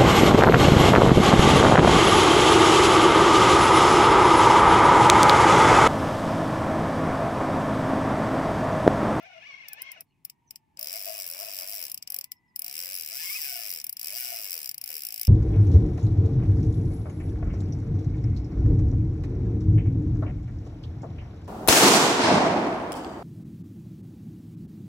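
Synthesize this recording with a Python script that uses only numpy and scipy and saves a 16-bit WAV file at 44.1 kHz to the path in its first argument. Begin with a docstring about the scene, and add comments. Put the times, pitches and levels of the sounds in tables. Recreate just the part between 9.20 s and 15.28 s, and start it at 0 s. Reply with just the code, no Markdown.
"""Water murmurs at the hull of a small boat on a calm sea. First an angler winds in, and the line's weave bumps
over the rod's guides with a rasping whine whose pitch follows its speed. The spool creeps in single ticks while
brief chirps sound and the taut line hums faintly. From 1.6 s a hooked fish takes line in four runs: the drag's
clicker spring snaps off each tooth of the turning spool, so the ticks merge into a fast buzz over the whine.
The second run is the fastest; the last, short and slow, ends at about 6 s."""
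import sys
import numpy as np
from scipy import signal
from scipy.fft import rfft, irfft, next_fast_len
from scipy.io import wavfile
from scipy.ndimage import uniform_filter1d, map_coordinates

SR = 44100
rng = np.random.default_rng(int(sys.argv[2]) if len(sys.argv) > 2 else 0)


def write(x):
    x = np.atleast_2d(x).T
    wavfile.write(sys.argv[1], SR, np.round(np.clip(x, -1, 1) * 32767).astype(np.int16))


N = 268157

# The spool surges with the fish's pull. Each row: time in seconds, speed in teeth per second.
RUN_1 = [(1.593, 49.5), (1.766, 111.8), (1.834, 92.6), (1.919, 111.0), (2.101, 81.2), (2.248, 108.2),
         (2.426, 88.4), (2.543, 109.6), (2.722, 49.2)]
RUN_2 = [(3.445, 52.1), (3.61, 89.4), (3.731, 97.2), (3.866, 71.1), (4.04, 178.6), (4.163, 213.4),
         (4.219, 147.7), (4.444, 107.7), (4.628, 64.9)]
RUN_3 = [(4.795, 49.5), (4.97, 125.2), (5.108, 125.4), (5.285, 93.8), (5.448, 69.5), (5.519, 42.1)]
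RUN_4 = [(5.66, 56.9), (5.702, 81.1), (5.804, 74.8), (5.871, 53.5), (6.028, 56.6), (6.076, 46.6)]
RUNS = (RUN_1, RUN_2, RUN_3, RUN_4)
# The four runs. Each row: blow level, brightness, rasp level and whine level in dB, weave bumps per tooth.
RUN_TRAITS = [(-36, 5, -52, -54.5, 6.25), (-34, 5, -50.5, -61, 5.75), (-34.5, 5.5, -50.5, -59, 5.85),
              (-36, 6.5, -49.5, -61, 5.9)]
# Single teeth as the spool creeps. Each row: time in seconds, blow level in dB, brightness in dB.
CREEP_TICKS = [(0.029, -69, 13), (0.4849, -40.5, 9), (0.5321, -40, 11), (0.6194, -41, 13.5),
               (0.7172, -42, 10.5), (0.8075, -43, 13), (1.0506, -40.5, 14.5), (1.099, -38.5, 1.5),
               (1.3084, -38.5, 7), (1.3585, -38.5, 2), (1.5724, -43, -5), (2.7442, -33.5, 9.5),
               (2.7764, -34, 1.5), (2.8253, -34, 0), (2.875, -34, 0), (2.9025, -36.5, 12.5),
               (2.9217, -37, 13), (2.9439, -32, 9.5), (2.9636, -33, 8.5), (2.9876, -34, 12.5),
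               (3.0112, -31.5, 0.5), (3.042, -34.5, 5), (3.1182, -33.5, 6), (3.3609, -33.5, 11),
               (3.3932, -37, 16.5), (3.4198, -36, 11.5), (4.6428, -33.5, 11.5), (4.6672, -36.5, 10.5),
               (4.6945, -35.5, 13.5), (4.7275, -38, 13), (4.7686, -34, 4), (5.5442, -36.5, 9),
               (5.5803, -37, 10.5), (5.6145, -36, 10), (5.6402, -33, 10)]
# The crank surges while winding in. Each row: time in seconds, pitch of the line in Hz.
WINDING_PITCH = [(0, 633), (.07, 795.5), (.195, 655.6), (.275, 1145), (.39, 1091), (.535, 775),
                 (.625, 1031), (.715, 1096), (.785, 685), (.82, 598)]
# Normal modes of each part. Each row: frequency in Hz, bandwidth in Hz, relative level in dB.
SPOOL_MODES = [(2474, 810, 0.5), (4310, 240, 2), (4810, 670, 8.5), (5290, 510, 17), (5770, 780, 10.5),
               (7890, 386, 11.5)]
SPRING_MODES = [(10750, 420, -4), (11620, 520, -4.5), (13120, 380, -4.5), (14200, 200, 0),
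                (14900, 380, -2.5), (15500, 450, -8)]
ROD_MODES = [(477, 131, -10.5), (667.4, 57, 1.5), (753, 138, -3.5), (1085, 500, -7)]
GUIDE_MODES = [(1555, 110, -7.5), (1725, 20.4, 1), (2214, 277, 3), (2550, 73, 7.5), (2827, 51, 7.5),
               (3500, 1500, -8), (5700, 650, -7.5)]
# Partials of the line on the guides. Each row: multiple of the pitch, relative level in dB.
LINE_PARTIALS = [(1, 3), (1.5, -9), (2, 1.5), (2.5, -9), (3, -4.5), (4, -7.5), (5, -11.5)]
# The line bites on a guide. Each row: centre and length in seconds, pitch in Hz, level in dB.
BITES = [(0.017, .07, 680.5, -57), (.1, 0.096, 750, -57), (0.179, 0.064, 661.5, -54), (.79, .05, 659, -60),
         (1.632, 0.077, 639.6, -55.5), (1.899, 0.082, 655, -44.5), (2.921, 0.071, 700, -67.5),
         (2.991, 0.046, 562, -66), (3.485, .09, 709, -60), (4.369, .11, 709, -52), (5.14, 0.086, 692, -49),
         (5.7, 0.056, 701, -65), (5.759, 0.059, 460, -63), (5.931, 0.16, 685, -66)]
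# The taut line hums while the spool creeps. Each row: start and end in seconds, first and last pitch
# in Hz, levels of fundamental and octave in dB.
HUM_NOTES = [(1.09, 1.593, 964, 849, -76, -90), (2.968, 3.38, 1008, 980, -79.5, -71.5)]
# Brief chirps; the first three are the rod's guides ringing as the rod is handled. Each row: centre and length
# in seconds, first and last pitch in Hz, level in dB.
SQUEAKS = [(.9, 0.082, 4350, 4260, -88), (0.923, 0.055, 2900, 2840, -78), (.95, 0.086, 2580, 2500, -79.5),
           (1.287, 0.043, 6300, 5500, -67), (3.175, 0.044, 5450, 5100, -70),
           (3.293, 0.046, 5410, 4870, -76)]
# Spectrum of the water. Each row: frequency in Hz, relative spectral density in dB.
SEA_SPECTRUM = [(15, -53.5), (30, -12.5), (90, -3.5), (145, 0), (350, -11), (550, -28.5), (900, -13),
                (1400, -34), (2200, -22), (4000, -36), (8000, -38), (16000, -42)]
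# Decay of sound scattered by the boat. Each row: frequency in Hz, time to fall 60 dB in seconds.
BOAT_DECAY = [(300, 0.13), (2000, 0.096), (6000, 0.034), (15000, 0.014)]
# The reel's place in stereo. Each row: frequency in Hz, left level minus right in dB.
REEL_BALANCE = [(2000, 9), (5000, 3), (10500, -0.5), (12500, 7), (14200, 6.5), (16000, 2)]

REFERENCE_SPEED = 100  # teeth per second; a run's blow, brightness and rasp are given at this speed
WINDING_BUMPS = 5.9  # bumps of the weave per tooth's worth of line, when winding in


def amp(db):
    """Amplitude ratio of a level in decibels."""
    return 10 ** (np.asarray(db) / 20)


def unit(x):
    """Normalisation to an rms of 1."""
    return x / np.sqrt(np.mean(x ** 2) + 1e-20)


def even(x):
    """Running normalisation: the rms is held near 1 over each tenth of a second."""
    power = uniform_filter1d(np.mean(x ** 2, axis=0), SR // 10)
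    return x / np.sqrt(np.abs(power) + 1e-12)


def along(points, hz):
    """Interpolation of (Hz, value) points on a logarithmic frequency axis."""
    knots_hz, values = np.transpose(points)
    return np.interp(np.log(hz + 1), np.log(knots_hz + 1), values)


def curve(points, **ends):
    """Linear interpolation of (seconds, value) points at every sample."""
    return np.interp(np.arange(N) / SR, *np.transpose(points), **ends)


def wobble(rate):
    """Smooth random modulation with `rate` knots a second."""
    knots = rng.standard_normal(int(N * rate / SR) + 4)
    return unit(map_coordinates(knots, [np.arange(N) * rate / SR]))


def noise_pair(correlation):
    """Partial coherence: two white noises mixed from a common and an opposed part."""
    mid, side = rng.standard_normal((2, N))
    angle = np.arccos(correlation) / 2
    return np.cos(angle) * mid + np.sin(angle) * np.array([side, -side])


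def fuzzy_tone(pitch_hz, width_hz):
    """Random modulation spreads a moving tone into a narrow band of noise, separately in each channel."""
    phase = 2 * np.pi * np.cumsum(pitch_hz) / SR
    cosine, sine = np.cos(phase), np.sin(phase)
    return np.array([wobble(width_hz) * cosine + wobble(width_hz) * sine for _ in range(2)])


def filtered(x, response):
    """Linear filtering: the spectrum is multiplied by a complex frequency response."""
    size = next_fast_len(N + SR // 4)
    return irfft(rfft(x, size) * response(np.fft.rfftfreq(size, 1 / SR)), size)[..., :N]


def low_cut(x, edge_hz, order):
    """Causal high-pass filtering."""
    return signal.sosfilt(signal.butter(order, edge_hz, "high", fs=SR, output="sos"), x)


def ring(x, modes):
    """Modal superposition: x drives damped resonators of alternating sign, with unit power gain overall."""
    def response(hz):
        total = sum((-1) ** k * amp(db) * 1j * hz * width / (centre ** 2 - hz ** 2 + 1j * hz * width)
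                    for k, (centre, width, db) in enumerate(modes))
        return total / np.sqrt(np.mean(np.abs(total) ** 2))
    return filtered(x, response)


def pan(x, left_db):
    """A level difference between the channels places a sound to the left."""
    return x * amp([[left_db / 2], [-left_db / 2]])


def sea():
    """Small waves along the hull give low-frequency noise with a slight amplitude modulation."""
    water = unit(filtered(noise_pair(0.68), lambda hz: amp(along(SEA_SPECTRUM, hz))))
    return water * amp(-72 + 0.88 * wobble(10))


def boat_scatter(x):
    """Scattering from hull and angler gives a short diffuse tail whose treble dies first."""
    hz, t, spectrum = signal.stft(rng.standard_normal((2, SR // 5)), SR, nperseg=128)
    decay = amp(-60 * t / along(BOAT_DECAY, hz)[:, None])
    _, tail = signal.istft(spectrum * decay, SR, nperseg=128)
    return signal.fftconvolve(x, tail / np.linalg.norm(tail[0]), axes=1)[:, :N]


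def chirps():
    """Brief falling chirps, each a gliding tone under a short swell."""
    t, sound = np.arange(N) / SR, np.zeros(N)
    for centre_s, length_s, start_hz, end_hz, db in SQUEAKS:
        pitch = np.interp(t, [centre_s - length_s / 2, centre_s + length_s / 2], [start_hz, end_hz])
        swell = amp(db) * np.exp(-(np.pi * (t - centre_s) / length_s) ** 2)
        sound += swell * np.sin(2 * np.pi * np.cumsum(pitch) / SR)
    return sound * (1 + 0.5 * wobble(400))


def line_hum():
    """The line vibrates as a stretched string, its pitch sinking as the tension eases."""
    t, sound = np.arange(N) / SR, np.zeros((2, N))
    fade_s, width_hz = 0.028, 80
    for start, end, start_hz, end_hz, fundamental_db, octave_db in HUM_NOTES:
        pitch = np.interp(t, [start, end], [start_hz, end_hz])
        envelope = np.clip(np.minimum(t - start, end - t) / fade_s, 0, 1)
        sound += envelope * amp(fundamental_db) * fuzzy_tone(pitch, width_hz)
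        sound += envelope * amp(octave_db) * fuzzy_tone(2 * pitch, width_hz)
    return sound


def rod_squeals():
    """Transient excitation: the rod squeals briefly each time the line bites on a guide."""
    t = np.arange(N) / SR
    centre_s, length_s, pitch_hz, db = np.transpose(BITES)
    nearest = np.searchsorted((centre_s[1:] + centre_s[:-1]) / 2, t)
    swell = amp(db[nearest]) * np.exp(-(np.pi * (t - centre_s[nearest]) / length_s[nearest]) ** 2 / 2)
    return swell * fuzzy_tone(pitch_hz[nearest], width_hz=85)[:1]


def rod_whine(pitch, gain):
    """Frequency pulling: the bumps shake the rod, whose main mode draws their pitch towards its own."""
    lock_hz, range_hz, pull = 641.7, 169.9, 0.45
    detuning_hz = pitch - lock_hz
    pulled_hz = pitch - pull * detuning_hz * np.exp(-(detuning_hz / range_hz) ** 2)
    drive = fuzzy_tone(pulled_hz, width_hz=90) + amp(12.5) * noise_pair(0)
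    whine = unit(low_cut(ring(drive, ROD_MODES), edge_hz=330, order=4)[:1])
    rod = gain * whine + rod_squeals()
    lag_s = np.array([[0], [0.0004]])  # one body is heard in both channels, later on the right
    return filtered(rod, lambda hz: np.exp(-2j * np.pi * hz * lag_s))


def line_speed(tooth_s, winding):
    """Speed in teeth per second: set by the crank while winding, then the reciprocal of the tick period."""
    gap = np.clip(np.searchsorted(tooth_s, np.arange(N) / SR), 1, len(tooth_s) - 1) - 1
    paying_out = 1 / np.diff(tooth_s)[gap]
    winding_in = curve(WINDING_PITCH) / WINDING_BUMPS
    return uniform_filter1d(np.where(winding, winding_in, paying_out), SR // 50)


def line_on_guides(tooth_s):
    """Forced vibration: the weave bumps over the guides, which rasp, and drives the rod, which whines."""
    t = np.arange(N) / SR
    winding = t < WINDING_PITCH[-1][0]
    speed = line_speed(tooth_s, winding)
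    run_index = np.searchsorted([run[0][0] for run in RUNS[1:]], t)
    _, _, rasp_db, whine_db, bumps = np.array(RUN_TRAITS)[run_index].T
    pitch = speed * np.where(winding, WINDING_BUMPS, bumps) * (1 + 0.03012 * wobble(50))
    partials = sum(amp(db) * fuzzy_tone(k * pitch, width_hz=110) for k, db in LINE_PARTIALS)
    # Slow line scrapes coarsely; fast line zings, and so does line that is wound in.
    coarse_db = np.where(winding, 5.5, np.interp(pitch, [750, 1100], [12, 10.5]))
    drive = partials + amp(coarse_db) * noise_pair(0)
    rasp = even(low_cut(ring(drive, GUIDE_MODES), edge_hz=750, order=2))
    # The line catches and lets go, so the rubbing sputters and the grip comes and goes.
    sputter, grip = wobble(45), wobble(18)
    stall_speed = 56  # teeth per second below which the whine dies away
    whine_db = np.where(winding, -62, whine_db) + 1.6 * grip + 1.57 * sputter
    whine = rod_whine(pitch, gain=amp(whine_db) / (1 + (stall_speed / speed) ** 2))
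    rasp_db = np.where(winding, -55.5, rasp_db) + 1.24 * sputter
    rasp *= amp(rasp_db + 10 * np.log2(speed / REFERENCE_SPEED))  # 10 dB per doubling of speed
    return pan(whine, left_db=9.5) + pan(rasp, left_db=4.5)


def washer_hiss():
    """Sliding friction: the drag washers hiss with an amplitude proportional to the spool's speed."""
    speed = sum(curve(run, left=0, right=0) for run in RUNS)
    spool = ring(noise_pair(0.23), SPOOL_MODES)
    spring = amp(11.5) * ring(noise_pair(0.25), SPRING_MODES)
    hiss = spool + spring + amp(11) * noise_pair(0)
    return hiss * amp(-54.5) * uniform_filter1d(speed / speed.max(), SR // 50)


def tooth_ticks(jitter_s):
    """Rotation is the integral of speed: one tick per tooth, merged in time order with CREEP_TICKS."""
    rows = list(CREEP_TICKS)
    uneven_db, uneven_bright_db = 1.12 * wobble(28), 1.56 * wobble(28)  # the spool runs a little unevenly
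    for run, (blow_db, bright_db, *_) in zip(RUNS, RUN_TRAITS):
        start, end = round(run[0][0] * SR), min(round(run[-1][0] * SR), N)
        speed = curve(run)
        teeth_passed = np.cumsum(speed[start:end]) / SR
        at = start + np.searchsorted(teeth_passed, np.arange(teeth_passed[-1]))
        tooth_s = at / SR + jitter_s * rng.standard_normal(len(at))
        blow_scatter_db, bright_scatter_db = 1.5 * rng.standard_normal((len(at), 2)).T
        # A fast spool gives the spring less time to bend: each tick is 1 dB softer per octave, and duller.
        octaves = np.log2(speed[at] / REFERENCE_SPEED)
        blows_db = blow_db - octaves + uneven_db[at] + blow_scatter_db
        brights_db = bright_db - 0.7 * octaves + uneven_bright_db[at] + bright_scatter_db
        rows += zip(tooth_s, blows_db, brights_db)
    return np.array(sorted(rows))


def strike(tooth_s, db, modes, chatter_share, chatter_t60, tremble_db, correlation):
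    """Impact excitation: a clean snap and a swelling, dying burst of noisy chatter ring the modes."""
    # The spring rebounds within a millisecond or so, colouring each tick differently.
    rebound_s = tooth_s + rng.uniform(0.0003, 0.0013, len(tooth_s))
    contacts = np.clip(np.round(np.concatenate([tooth_s, rebound_s]) * SR).astype(int), 0, N - 1)
    blows = np.bincount(contacts, amp(np.concatenate([db - 1, db - 7.5])), N)
    # Each tick swells in with a brief noise, snaps and trembles.
    t, tremble_t60 = np.arange(SR // 20) / SR, 0.085
    before_s = t[:SR // 150][::-1]
    swell = np.exp(-before_s / 0.00077) + amp(-14.5) * np.exp(-before_s / 0.0021)
    snap = amp(-60 * t / chatter_t60) + amp(tremble_db - 60 * t / tremble_t60)
    burst_power = np.concatenate([swell, snap]) ** 2
    power = signal.fftconvolve(blows ** 2, burst_power / burst_power.sum())[len(swell):][:N]
    chatter = np.sqrt(np.abs(power)) * noise_pair(correlation)
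    return ring(np.sqrt(1 - chatter_share) * blows + np.sqrt(chatter_share) * chatter, modes)


def reel_drag(ticks):
    """Free vibration: spring and spool ring as the clicker snaps off each tooth, over the washers' hiss."""
    tooth_s, blow_db, bright_db = ticks.T
    spool = strike(tooth_s, blow_db, SPOOL_MODES,
                   chatter_share=0.38, chatter_t60=0.011, tremble_db=-21, correlation=0.065)
    spring = strike(tooth_s, blow_db + bright_db, SPRING_MODES,
                    chatter_share=0.65, chatter_t60=0.019, tremble_db=-21.5, correlation=0.14)
    reel = amp(20) * spool + amp(17) * spring + washer_hiss()
    reel = low_cut(reel, edge_hz=1900, order=5)  # parts this small radiate no bass
    right_lag_s = 0.000205

    def placement(hz):
        left_gain = amp(along(REEL_BALANCE, hz) / 2)
        return np.array([left_gain, np.exp(-2j * np.pi * hz * right_lag_s) / left_gain])
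    return filtered(reel, placement)


def scene():
    """Superposition: the spool's teeth time both the clicker and the line, and the sea lies around."""
    ticks = tooth_ticks(jitter_s=0.0001)
    reel = reel_drag(ticks)
    reel = reel + amp(-11.5) * boat_scatter(reel)
    return reel + line_on_guides(ticks[:, 0]) + line_hum() + chirps() + sea()


def record(dry):
    """Band limiting: a steep low-pass removes the highest treble."""
    edge_hz = 15850
    return filtered(dry, lambda hz: 1 / (1 + (hz / edge_hz) ** 90))


dry = scene()
out = record(dry)
write(out)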